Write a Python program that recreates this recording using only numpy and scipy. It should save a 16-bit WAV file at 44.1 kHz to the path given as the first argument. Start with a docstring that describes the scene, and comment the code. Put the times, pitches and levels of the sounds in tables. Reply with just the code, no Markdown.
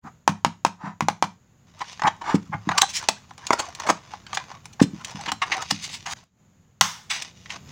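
"""Fingernails tap the plastic cover of a ring binder on a desk, each impact exciting its damped modes.
The binder is lifted, its elastic strap is dragged off, and it is put down and opened with a thump
that rings the desk. A page is turned, the sprung steel rings snap open and a hand brushes the paper.
Stick-slip friction makes the scrapes, rubbing and squeaks. All is heard from close by in a small
room, over a low rumble and a thin hiss."""
import sys
import numpy as np
from scipy import signal
from scipy.fft import rfft, irfft
from scipy.io import wavfile
from scipy.ndimage import uniform_filter1d

SR = 44100
rng = np.random.default_rng(int(sys.argv[2]) if len(sys.argv) > 2 else 0)


def output_pcm(signal):
    """Save a mono or channel-first signal as 16-bit PCM at the path in sys.argv[1].

    Samples are clipped to [-1, 1] before scaling.
    """
    pcm = np.clip(np.atleast_2d(signal).T, -1, 1) * 32767
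    wavfile.write(sys.argv[1], SR, np.round(pcm).astype(np.int16))


N = 340011

# Nail taps on the cover. Each row: start in seconds, relative level in dB, tilt of the crack in dB
# per octave, pitch ratio of the spot, peak of the fingertip's thud in dB.
TAPS = [(.2777, 5.5, 0.5, 1.043, -15), (0.4478, 3.5, -2.5, 1.054, -18.5), (.6496, 4.5, 0, 1.033, -24.5),
        (1.0074, -2.5, -3, 1.11, -17.5), (1.085, 2, -0.5, .99, -27), (1.2252, 2.5, -1.5, 1.016, -26.5)]
# Hands and binder bumping the desk. Each row: start in seconds, peak in dB, contact time in seconds.
BUMPS = [(.047, -32, 0.0047), (0.836, -26, 0.0049), (.871, -28, 0.0059), (2.041, -23.5, 0.0076),
         (2.343, -4.5, 0.0022), (2.354, -15.5, 0.0027), (2.493, -28, 0.0073), (2.543, -23, 0.009),
         (2.671, -17.5, 0.0035), (2.698, -27.5, 0.0087), (3.09, -30.5, .0035), (3.896, -21.5, 0.0048),
         (4.8147, .5, .0016), (4.835, -11.5, .0044), (4.933, -25, 0.0042), (5.146, -27.5, 0.0057),
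         (5.277, -30.5, 0.0017), (5.323, -30.5, 0.002), (5.719, -21.5, 0.0044), (6.813, -26, 0.0069)]
# The ring halves hitting their stops. Each row: start in seconds, peak in dB.
RING_STOPS = [(6.8105, 3.5), (6.8132, -3)]
# Kinds of contact. Each entry: flex relative to the body in dB, tilt of the crackle in dB per octave,
# share of a scrape spent swelling.
CONTACTS = {"finger": (-15, -3, .55), "strap": (-22, 7.4, .5), "cover": (-6, 7.5, 0.49),
            "flick": (-21.5, -5, 0.11), "brush": (-17.5, 1.9, 0.1), "page edge": (-17.5, 6.4, 0.58)}
# Edges that catch and let go. Each row: start in seconds, contact, body in dB, crackle in dB.
TICKS = [(1.995, "finger", -36, -37.5), (2.019, "finger", -22.5, -30), (2.036, "finger", -25.5, -32.5),
         (2.69, "finger", -19, -25.5), (2.83, "finger", -22, -35), (3.027, "strap", -34, -42),
         (3.087, "cover", -18.5, -15), (3.309, "finger", -40.5, -48), (3.379, "cover", -48, -45.5),
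         (3.4681, "strap", -44, -28), (3.506, "cover", -13.5, -29.5), (3.75, "strap", -49.5, -37),
         (3.7996, "strap", -31.5, -33.5), (3.901, "cover", -21.5, -26.5), (4.136, "finger", -32, -42),
         (4.266, "finger", -51, -41), (4.331, "finger", -29, -31.5), (4.372, "finger", -25, -23.5),
         (4.515, "finger", -38, -46.5), (4.656, "strap", -45.5, -40.5), (5.047, "cover", -61, -30.5),
         (5.211, "cover", -43, -40), (5.318, "page edge", -24.5, -25), (5.7095, "cover", -29.5, -23),
         (6.134, "page edge", -37, -37), (7.222, "page edge", -50, -30.5), (7.459, "flick", -53, -42.5),
         (7.504, "flick", -54, -31.5)]
# Short slides. Each row: start and length in seconds, contact, relative body and crackle levels in dB.
SCRAPES = [(0.046, .05, "finger", -43, -57.5), (.809, 0.11, "finger", -38, -50.5),
           (1.806, 0.02, "finger", -31.5, -35), (2.04, 0.035, "finger", -23, -40),
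           (2.067, 0.021, "finger", -18.5, -25), (2.212, 0.015, "finger", -32.5, -42.5),
           (2.245, .11, "finger", -28.5, -37.5), (2.345, 0.019, "strap", -36, -37.5),
           (2.526, .028, "finger", -28.5, -53), (2.711, .013, "finger", -24, -30.5),
           (2.778, .011, "strap", -20, -15.5), (2.815, .009, "strap", -19.5, -10),
           (2.884, 0.035, "strap", -58, -36.5), (2.938, 0.054, "strap", -53.5, -27.5),
           (3.527, 0.013, "cover", -18.5, -25), (3.589, 0.021, "cover", -28.5, -27),
           (3.864, 0.017, "cover", -29.5, -36), (3.888, 0.022, "cover", -17, -25.5),
           (4.341, 0.019, "cover", -48, -32), (4.728, .013, "strap", -68, -48.5),
           (4.798, .01, "finger", -28.5, -29.5), (4.814, 0.027, "strap", -35.5, -29.5),
           (5.257, .012, "finger", -38, -32), (5.276, .027, "finger", -30.5, -30),
           (5.417, .024, "flick", -27, -23.5), (5.516, 0.031, "flick", -34, -22.5),
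           (5.615, 0.017, "page edge", -34, -33.5), (5.706, .009, "page edge", -26.5, -20.5),
           (5.823, 0.042, "page edge", -52.5, -33.5), (5.913, 0.058, "page edge", -52, -37),
           (6.058, .046, "brush", -36.5, -36), (6.094, 0.048, "page edge", -40, -35.5),
           (7.099, .08, "brush", -42, -28.5), (7.497, 0.049, "brush", -52, -43.5)]
# Hand strokes, from reaching for the strap to smoothing the page. Each row: start, fastest moment and
# end in seconds, gain of the cover's rub in dB, gain of the paper's hiss in dB.
STROKES = [(1.757, 1.89, 2.05, -54.5, -46), (2.634, 2.77, 2.8, -35.5, -45.5),
           (2.855, 3.0, 3.25, -45.5, -46), (3.358, 3.667, 3.81, -39, -43), (3.755, 3.83, 3.98, -35, -40.5),
           (3.946, 4.12, 4.2, -48.5, -50.5), (4.26, 4.371, 4.47, -38.5, -43),
           (4.455, 4.522, 4.6, -43, -49.5), (4.894, 5.104, 5.36, -45, -46), (5.103, 5.27, 5.28, -41, -43),
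           (5.406, 5.585, 5.67, -33.5, -41), (5.58, 5.687, 6.24, -70, -42), (7.09, 7.174, 7.34, -44, -37),
           (7.31, 7.393, 7.7, -68, -54), (7.472, 7.558, 7.58, -39.5, -43), (7.62, 7.708, 7.88, -54, -49)]
# Skin and strap squeaking on plastic. Each row: start and length in seconds, pitch in Hz, level in dB.
SQUEAKS = [(1.808, .024, 1023, -32), (2.035, 0.06, 861, -21), (2.526, 0.022, 844, -32.5),
           (2.706, 0.026, 1147, -29), (2.764, 0.044, 1154, -27.5), (2.822, 0.027, 776, -22),
           (4.652, 0.014, 9400, -55), (4.795, 0.0089, 875, -28), (5.414, 0.031, 1100, -26.5)]
# A brief dip in the handling sound after the page turn. Each row: time in seconds, gain in dB.
HANDLING_DIP = [(6.136, 0), (6.14, -30), (6.155, -13), (6.17, 0.5)]
# The changing level of the background. Each row: time in seconds, gain in dB.
BACKGROUND_GAIN = [(0, -65), (.04, 10.5), (.25, 0.5), (1.55, 0), (2, 5.5), (6.18, 8.5), (6.3, -11.5),
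                   (6.4, 0.5), (6.75, -1), (7.7, 11)]

# Normal modes. Each row: frequency in Hz, relative level in dB, free 60 dB decay time in seconds.
COVER_MODES = [(290, -16, 0.026), (340, -8, 0.022), (705, -38, .06), (823, -11.5, 0.043), (916, 6, 0.023),
               (1027, -5, 0.045), (1202, -4, 0.024), (1485, -16, 0.044), (2040, -12, 0.017),
               (2312, -1.5, 0.0096), (3100, -43, 0.029), (4250, -23, 0.021), (4900, -22.5, 0.04),
               (5230, -10.5, 0.016), (6050, -10, .014)]  # the plastic cover
HOLLOW_MODES = [(766, -3.5, 0.074), (849, -0.5, 0.033), (906, -4, 0.08), (1174, -14.5, 0.015)]  # the hollow binder on the desk
DESK_MODES = [(104, -11, 0.72), (172.5, -8, 0.6), (208.2, -.5, 0.23), (242, -14.5, 0.2), (289.2, 2.5, 0.12),
              (304, -4.5, .05), (411, -5, 0.045), (458, -11.5, 0.029)]  # the desk top
STEEL_MODES = [(856, -6, 0.39), (1072, 11.5, 0.12), (1260, -8, 0.4), (1840, -15, 0.37), (2130, -10, 0.56),
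               (2620, -13, .3), (3450, -7, 0.51), (3620, -9, 0.51), (5230, -13.5, .38), (5960, -12, .3),
               (5950, -13, .28), (6440, 3, 0.28)]  # the spine and rings

# Spectral envelopes. Each row: frequency in Hz, relative level in dB.
FLEX_SPECTRUM = [(50, -24.5), (110, -10.5), (200, -8.5), (320, 0), (500, 1.5), (700, 6), (1200, -47),
                 (4000, -71)]  # the whole sheet bending
BODY_SPECTRUM = [(200, -18), (560, -18), (720, -5), (880, 1), (1150, 0.5), (1500, -7), (2300, -13.5),
                 (4000, -33.5), (12000, -66)]  # the midrange body of the cover
CRACKLE_SPECTRUM = [(400, -57), (1200, -13), (1900, 8), (2700, 6.5), (3500, 3.5), (4500, 0.5), (6500, -1),
                    (7500, -8), (8800, -12.5), (11000, -21.5), (13300, -37.5), (15200, -18.5),
                    (16500, -26.5)]  # the point of contact
RING_SPECTRUM = [(40, -41), (150, -10.5), (300, -21), (620, -12.5), (850, 4), (1250, 1), (1800, -0.5),
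                 (2600, -6), (3500, -2.5), (4300, -8), (5800, -2.5), (8500, -17), (12500, -31),
                 (15000, -20), (16500, -27.5)]  # struck steel rings
PAPER_SPECTRUM = [(300, -39.5), (1000, -30.5), (2000, 7.5), (2800, 12), (4500, 8), (6600, 5), (7500, -6.5),
                  (8800, -1.5), (11000, -22), (13300, -18.5), (15200, -17), (16500, -39.5)]  # sliding paper
AIR_SPECTRUM = [(25, -20.5), (50, -12), (85, 0), (200, -3.5), (300, -17), (600, -21), (1500, -25.5),
                (5700, -36.5), (6900, -22), (8200, -49), (14000, -44), (15200, -40.5), (16500, -49.5)]  # room rumble and hiss

# Reverberation of the room. Each row: frequency in Hz, 60 dB decay time in seconds.
ROOM_T60 = [(150, 0.25), (500, 0.2), (1000, 0.2), (3000, 0.25), (7000, 0.23), (15000, 0.13)]

PAD_LAG_S, PAD_CONTACT_S, PAD_T60_S = .013, 0.0056, 0.6  # the soft fingertip behind each nail
# Decay time the hand allows a 0 dB bump; drop in level that doubles that time.
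BLOW_T60_S, RING_DOUBLING_DB = 0.11, 9.5
HELD_S, HELD_DB = (1.67, 6.24), (-63, -64)  # the held binder stirs: (from, to), gains (cover, paper)
GRIP_HZ, LONGEST_GRIP_S = (598, 1700), .04  # pitch range and length of the faint squeaks


def nail_taps():
    """Impact excitation: a nail rings the cover's modes, with a thin broadband crack on top."""
    out = np.zeros(N)
    for s, db, tilt_db, pitch, _ in TAPS:
        spot = [(hz * pitch, mode_db, t60) for hz, mode_db, t60 in COVER_MODES]
        ring = -modes(spot, detune=.02, seconds=.12)
        knock = resonate(ring, HOLLOW_MODES, detune=.05, ring_db=-25)
        add(out, s, peak(low_cut(knock, hz=280, order=2), db - 4))
        crack = -colour(impact(t60=0.025, chatter_db=1), CRACKLE_SPECTRUM, tilt_db)
        add(out, s, peak(crack, db - 11.5))
        # the cover slaps the pages beneath as the fingertip presses it down
        bright_slap = colour(impact(t60=0.059, chatter_db=19.5), CRACKLE_SPECTRUM, tilt_db + 3)
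        add(out, s + .014, peak(bright_slap, db - 27.5))
        dull_slap = colour(impact(t60=0.044, chatter_db=13), BODY_SPECTRUM)
        add(out, s + .012, peak(dull_slap, db - 23))
    return out


def desk_bumps():
    """Contact damping: fingertips let the desk ring; the harder a bump, the more the hand damps it."""
    out = np.zeros(N)
    for s, *_, pad_db in TAPS:
        add(out, s + PAD_LAG_S, thud(pad_db, PAD_CONTACT_S, PAD_T60_S))
    for s, db, contact_s in BUMPS:
        add(out, s, thud(db, contact_s, hand_t60=BLOW_T60_S * 2 ** (-db / RING_DOUBLING_DB)))
    return out


def thud(db, contact_s, hand_t60):
    """A force pulse acts as a low-pass filter: the longer the contact, the duller the desk's ring."""
    ring = modes(DESK_MODES, detune=0.033, seconds=.4)
    damped = ring * fade(np.arange(len(ring)) / SR, hand_t60)
    pulse = np.hanning(len(clock(contact_s)))
    return peak(low_cut(signal.fftconvolve(damped, pulse), hz=144, order=4), db)


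def ring_snap():
    """Snap-through: the sprung spine throws the rings open, and the lightly damped steel rings on."""
    out = np.zeros(N)
    for s, db in RING_STOPS:
        add(out, s, peak(colour(impact(t60=0.02, chatter_db=8.5), RING_SPECTRUM), db))
    start = RING_STOPS[0][0]
    t = clock(.5)
    shimmer = colour(rng.standard_normal(len(t)) * fade(t, t60=0.44), RING_SPECTRUM, tilt_db=1.5)
    add(out, start, peak(shimmer, -16))
    steel = modes(STEEL_MODES, detune=0.0018, seconds=.6)
    add(out, start, level(steel, db=-29.5, seconds=0.06974))
    return out


def ticks():
    """Transients: fingers, strap, cover and page each catch and let go."""
    out = np.zeros(N)
    for s, contact, body_db, crackle_db in TICKS:
        add(out, s, tick(contact, body_db, crackle_db))
    return out


def tick(contact, body_db, crackle_db):
    """Impulsive excitation: the sudden release of an edge jolts the binder."""
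    flex_db, tilt_db, _ = CONTACTS[contact]
    force = impact(t60=0.03, chatter_db=7.5)
    return binder(force, .01, body_db + flex_db, body_db, crackle_db, tilt_db)


def scrapes():
    """Stick-slip friction: a run of slips swells with the pressure and dies as the edge slides free."""
    out = np.zeros(N)
    for s, seconds, contact, body_db, crackle_db in SCRAPES:
        flex_db, tilt_db, swell_share = CONTACTS[contact]
        rise = seconds * swell_share
        graze = .5 * seconds  # light contact before the edge bites and after it lets go
        t = clock(seconds + 2 * graze) - graze
        corners_s = [-min(rise, graze), 0, rise, seconds, seconds + graze]
        pressure = amp(np.interp(t, corners_s, [-43.5, -7, 5, -7.5, -31]))
        force = pressure * slips(len(t), per_s=4600, spread_db=2)
        add(out, s - graze, binder(force, seconds, body_db + flex_db, body_db, crackle_db, tilt_db))
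    return out * amp(0.5)


def binder(force, seconds, flex_db, body_db, crackle_db, tilt_db):
    """Forced vibration: the whole sheet bends, the hollow cover rings and the contact crackles."""
    force = contact_spot(force, t60=.016, ring_db=-4)
    hollow = resonate(force, HOLLOW_MODES, detune=0.041, ring_db=-19)[:len(force)]
    flex = level(colour(force, FLEX_SPECTRUM), flex_db, seconds)
    body = level(colour(hollow, BODY_SPECTRUM), body_db, seconds)
    crackle = level(colour(force, CRACKLE_SPECTRUM, tilt_db), crackle_db, seconds)
    return flex + body + crackle


def squeaks(faint_count):
    """Friction-driven oscillation: clear squeaks, and faint random ones that follow the rubbing."""
    clear, faint = np.zeros((2, N))
    for s, seconds, hz, db in SQUEAKS:
        add(clear, s, squeak(seconds, hz, db))
    for when, length, pitch in rng.random((faint_count, 3)):
        grip = squeak(LONGEST_GRIP_S * (1 + length) / 2, np.interp(pitch, [0, 1], GRIP_HZ), db=0)
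        add(faint, np.interp(when, [0, 1], HELD_S), grip)
    cover_gain, _ = rub_gains()
    return clear + faint * cover_gain


def squeak(seconds, hz, db):
    """Nearly periodic stick and slip gives a brief, rough tone with a second harmonic."""
    size = len(clock(seconds))
    wobble, swell_db = 10 * uniform_filter1d(rng.standard_normal((2, size)), size=100, axis=1)
    phase = 2 * np.pi * np.cumsum(hz * (1 + 0.056 * wobble)) / SR
    tone = np.sin(phase) + amp(-14.5) * np.sin(2 * phase)
    return level(tone * amp(swell_db) * signal.windows.tukey(size, .6), db, seconds)


def rubbing():
    """Friction noise: skin, plastic and paper slide over each other with an unsteady grip."""
    cover_gain, hiss_gain = rub_gains()
    force = sliding_spots(count=5)
    body = level(colour(force, BODY_SPECTRUM)[:N], -3, N / SR)
    flex = level(colour(force, FLEX_SPECTRUM)[:N], -11, N / SR)
    hiss = level(colour(force, PAPER_SPECTRUM)[:N], -0.47, N / SR)
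    return (body + flex) * cover_gain + hiss * hiss_gain


def sliding_spots(count):
    """Superposition: several spots rub at once, and the timbre shifts as the grip wanders among them."""
    force = np.zeros(N)
    for _ in range(count):
        grip = amp(3 * wander(per_s=16) + 2.5 * wander(per_s=120))
        catches = grip * slips(N, per_s=220, spread_db=6)
        force += contact_spot(catches, t60=.018, ring_db=3)[:N]
    return force


def rub_gains():
    """Friction noise grows with sliding speed: gains of the cover's rub and of the paper's hiss."""
    t = np.arange(N) / SR
    gains = np.outer(amp(HELD_DB), (t > HELD_S[0]) & (t < HELD_S[1]))
    for start, fastest, end, *stroke_db in STROKES:
        speed = np.interp(t, [start, fastest, end], [0, 1, 0])
        gains += np.outer(amp(stroke_db), speed ** 1.2)  # a power above 1 softens the start and end
    return gains


def crinkles(count):
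    """Random transients: the held binder ticks faintly, in proportion to the paper's hiss."""
    out = np.zeros(N)
    for when, size in rng.random((count, 2)):
        db = 4 * (2 * size - 1)
        add(out, np.interp(when, [0, 1], HELD_S), tick("cover", body_db=db - 4, crackle_db=db))
    _, hiss_gain = rub_gains()
    return out * hiss_gain


def room(x, wet_db):
    """Reverberation: diffuse reflections die away exponentially, each band at its own rate."""
    t = clock(.6)
    noise = rfft(rng.standard_normal(len(t)))
    log_f = np.log(np.maximum(np.fft.rfftfreq(len(t), 1 / SR), 1))
    hz, t60s = np.transpose(ROOM_T60)
    bands = [irfft(noise * np.interp(log_f, np.log(hz), band), len(t)) for band in np.eye(len(hz))]
    tail = sum(band * fade(t, t60) for band, t60 in zip(bands, t60s))
    tail *= np.clip(t / 0.0025, 0, 1)
    return signal.fftconvolve(x, level(tail, wet_db, 1 / SR))[:N]


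def background():
    """Ambient noise: a low room rumble and a thin hiss near 7 kHz, wavering in level."""
    air = level(colour(rng.standard_normal(N), AIR_SPECTRUM)[:N], -59, N / SR)
    return air * amp(curve(BACKGROUND_GAIN) + 0.87 * wander(per_s=5.8))


def impact(t60, chatter_db):
    """Contact force: one impulse and the decaying chatter that follows."""
    t = clock(2 * t60)
    force = level(rng.standard_normal(len(t)) * fade(t, t60), chatter_db, 1 / SR)
    force[0] += 1
    return force


def slips(size, per_s, spread_db):
    """Friction as a Poisson process: tiny slips of unequal strength over a faint noise floor."""
    happens = rng.random(size) < per_s / SR
    strength = amp(spread_db * np.clip(rng.standard_normal(size), -2, 2))
    return strength * (happens + .03) * rng.choice([-1, 1], size)


def modes(table, detune, seconds):
    """Free vibration is a sum of damped sinusoids; the grip of the hands detunes each a little."""
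    t = clock(seconds)
    shifts = 1 + detune * rng.standard_normal(len(table))
    return sum(amp(db) * fade(t, t60) * np.sin(2 * np.pi * hz * shift * t)
               for (hz, db, t60), shift in zip(table, shifts))


def resonate(x, table, detune, ring_db):
    """Resonance: the sound plus the ringing that it drives in a set of modes."""
    response = level(np.gradient(modes(table, detune, seconds=.15)), ring_db, 1 / SR)
    response[0] += 1
    return signal.fftconvolve(x, response)


def contact_spot(force, t60, ring_db):
    """Modal coupling: each spot of a sheet favours its own dozen resonances."""
    spot = [(hz, 0, t60) for hz in np.geomspace(1000, 7000, 12)]
    return resonate(force, spot, detune=0.074, ring_db=ring_db)


def low_cut(x, hz, order):
    """High-pass filter: thins the deep bass of the knocks and thuds."""
    return signal.sosfilt(signal.butter(order, hz, "high", fs=SR, output="sos"), x)


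def colour(x, spectrum, tilt_db=0):
    """Minimum-phase filter with a given spectrum, tilted by tilt_db per octave from 2 to 8 kHz."""
    size = 2048
    f = np.maximum(np.fft.rfftfreq(size, 1 / SR), 1)
    hz, db = np.transpose(spectrum)
    octaves = np.log2(np.clip(f, 2000, 8000) / 2000)
    gain = amp(np.interp(np.log(f), np.log(hz), db) + tilt_db * octaves)
    cepstrum = irfft(np.log(gain))
    cepstrum[1:size // 2] *= 2  # folding the cepstrum makes the filter causal
    cepstrum[size // 2 + 1:] = 0
    return signal.fftconvolve(x, irfft(np.exp(rfft(cepstrum))))


def wander(per_s):
    """Smoothed random steps with a standard deviation of 1."""
    hold = int(SR / per_s)
    steps = np.repeat(rng.standard_normal(N // hold + 1), hold)
    smooth = uniform_filter1d(uniform_filter1d(steps, hold), hold)[:N]
    return smooth / smooth.std()


def amp(db):
    """Decibels to gain."""
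    return 10 ** (np.asarray(db) / 20)


def clock(seconds):
    """Sample times of a short sound."""
    return np.arange(max(int(seconds * SR), 4)) / SR


def fade(t, t60):
    """Exponential decay of 60 dB in t60 seconds."""
    return np.exp(-np.log(1000) * t / t60)


def curve(rows):
    """Linear interpolation of a timed table, sample by sample."""
    return np.interp(np.arange(N) / SR, *np.transpose(rows))


def add(track, s, sound):
    """Mix a sound in at s seconds."""
    i = max(int(s * SR), 0)
    track[i:i + len(sound)] += sound[:N - i]


def peak(x, db):
    """Scale to a peak level."""
    return x * amp(db) / np.abs(x).max()


def level(x, db, seconds):
    """Scale so that the energy, spread over the given time, has this rms level."""
    return x * amp(db) * np.sqrt(seconds * SR / np.sum(x ** 2))


def scene():
    """Superposition of the handling sounds, their reverberation and the background, in one channel."""
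    hands = nail_taps() + desk_bumps() + ticks() + scrapes() + squeaks(faint_count=60)
    hands = hands + rubbing() + ring_snap() + crinkles(count=35)
    in_room = hands + room(hands, wet_db=-14)
    return (in_room * amp(curve(HANDLING_DIP)) + background())[None]


def record(dry):
    """Clipping and band limiting: the loudest peaks flatten and the treble ends at 15.9 kHz."""
    low_pass = signal.ellip(8, .2, 70, 15900, fs=SR, output="sos")
    return signal.sosfilt(low_pass, np.clip(dry, -1, 1))


dry = scene()
out = record(dry)
output_pcm(out)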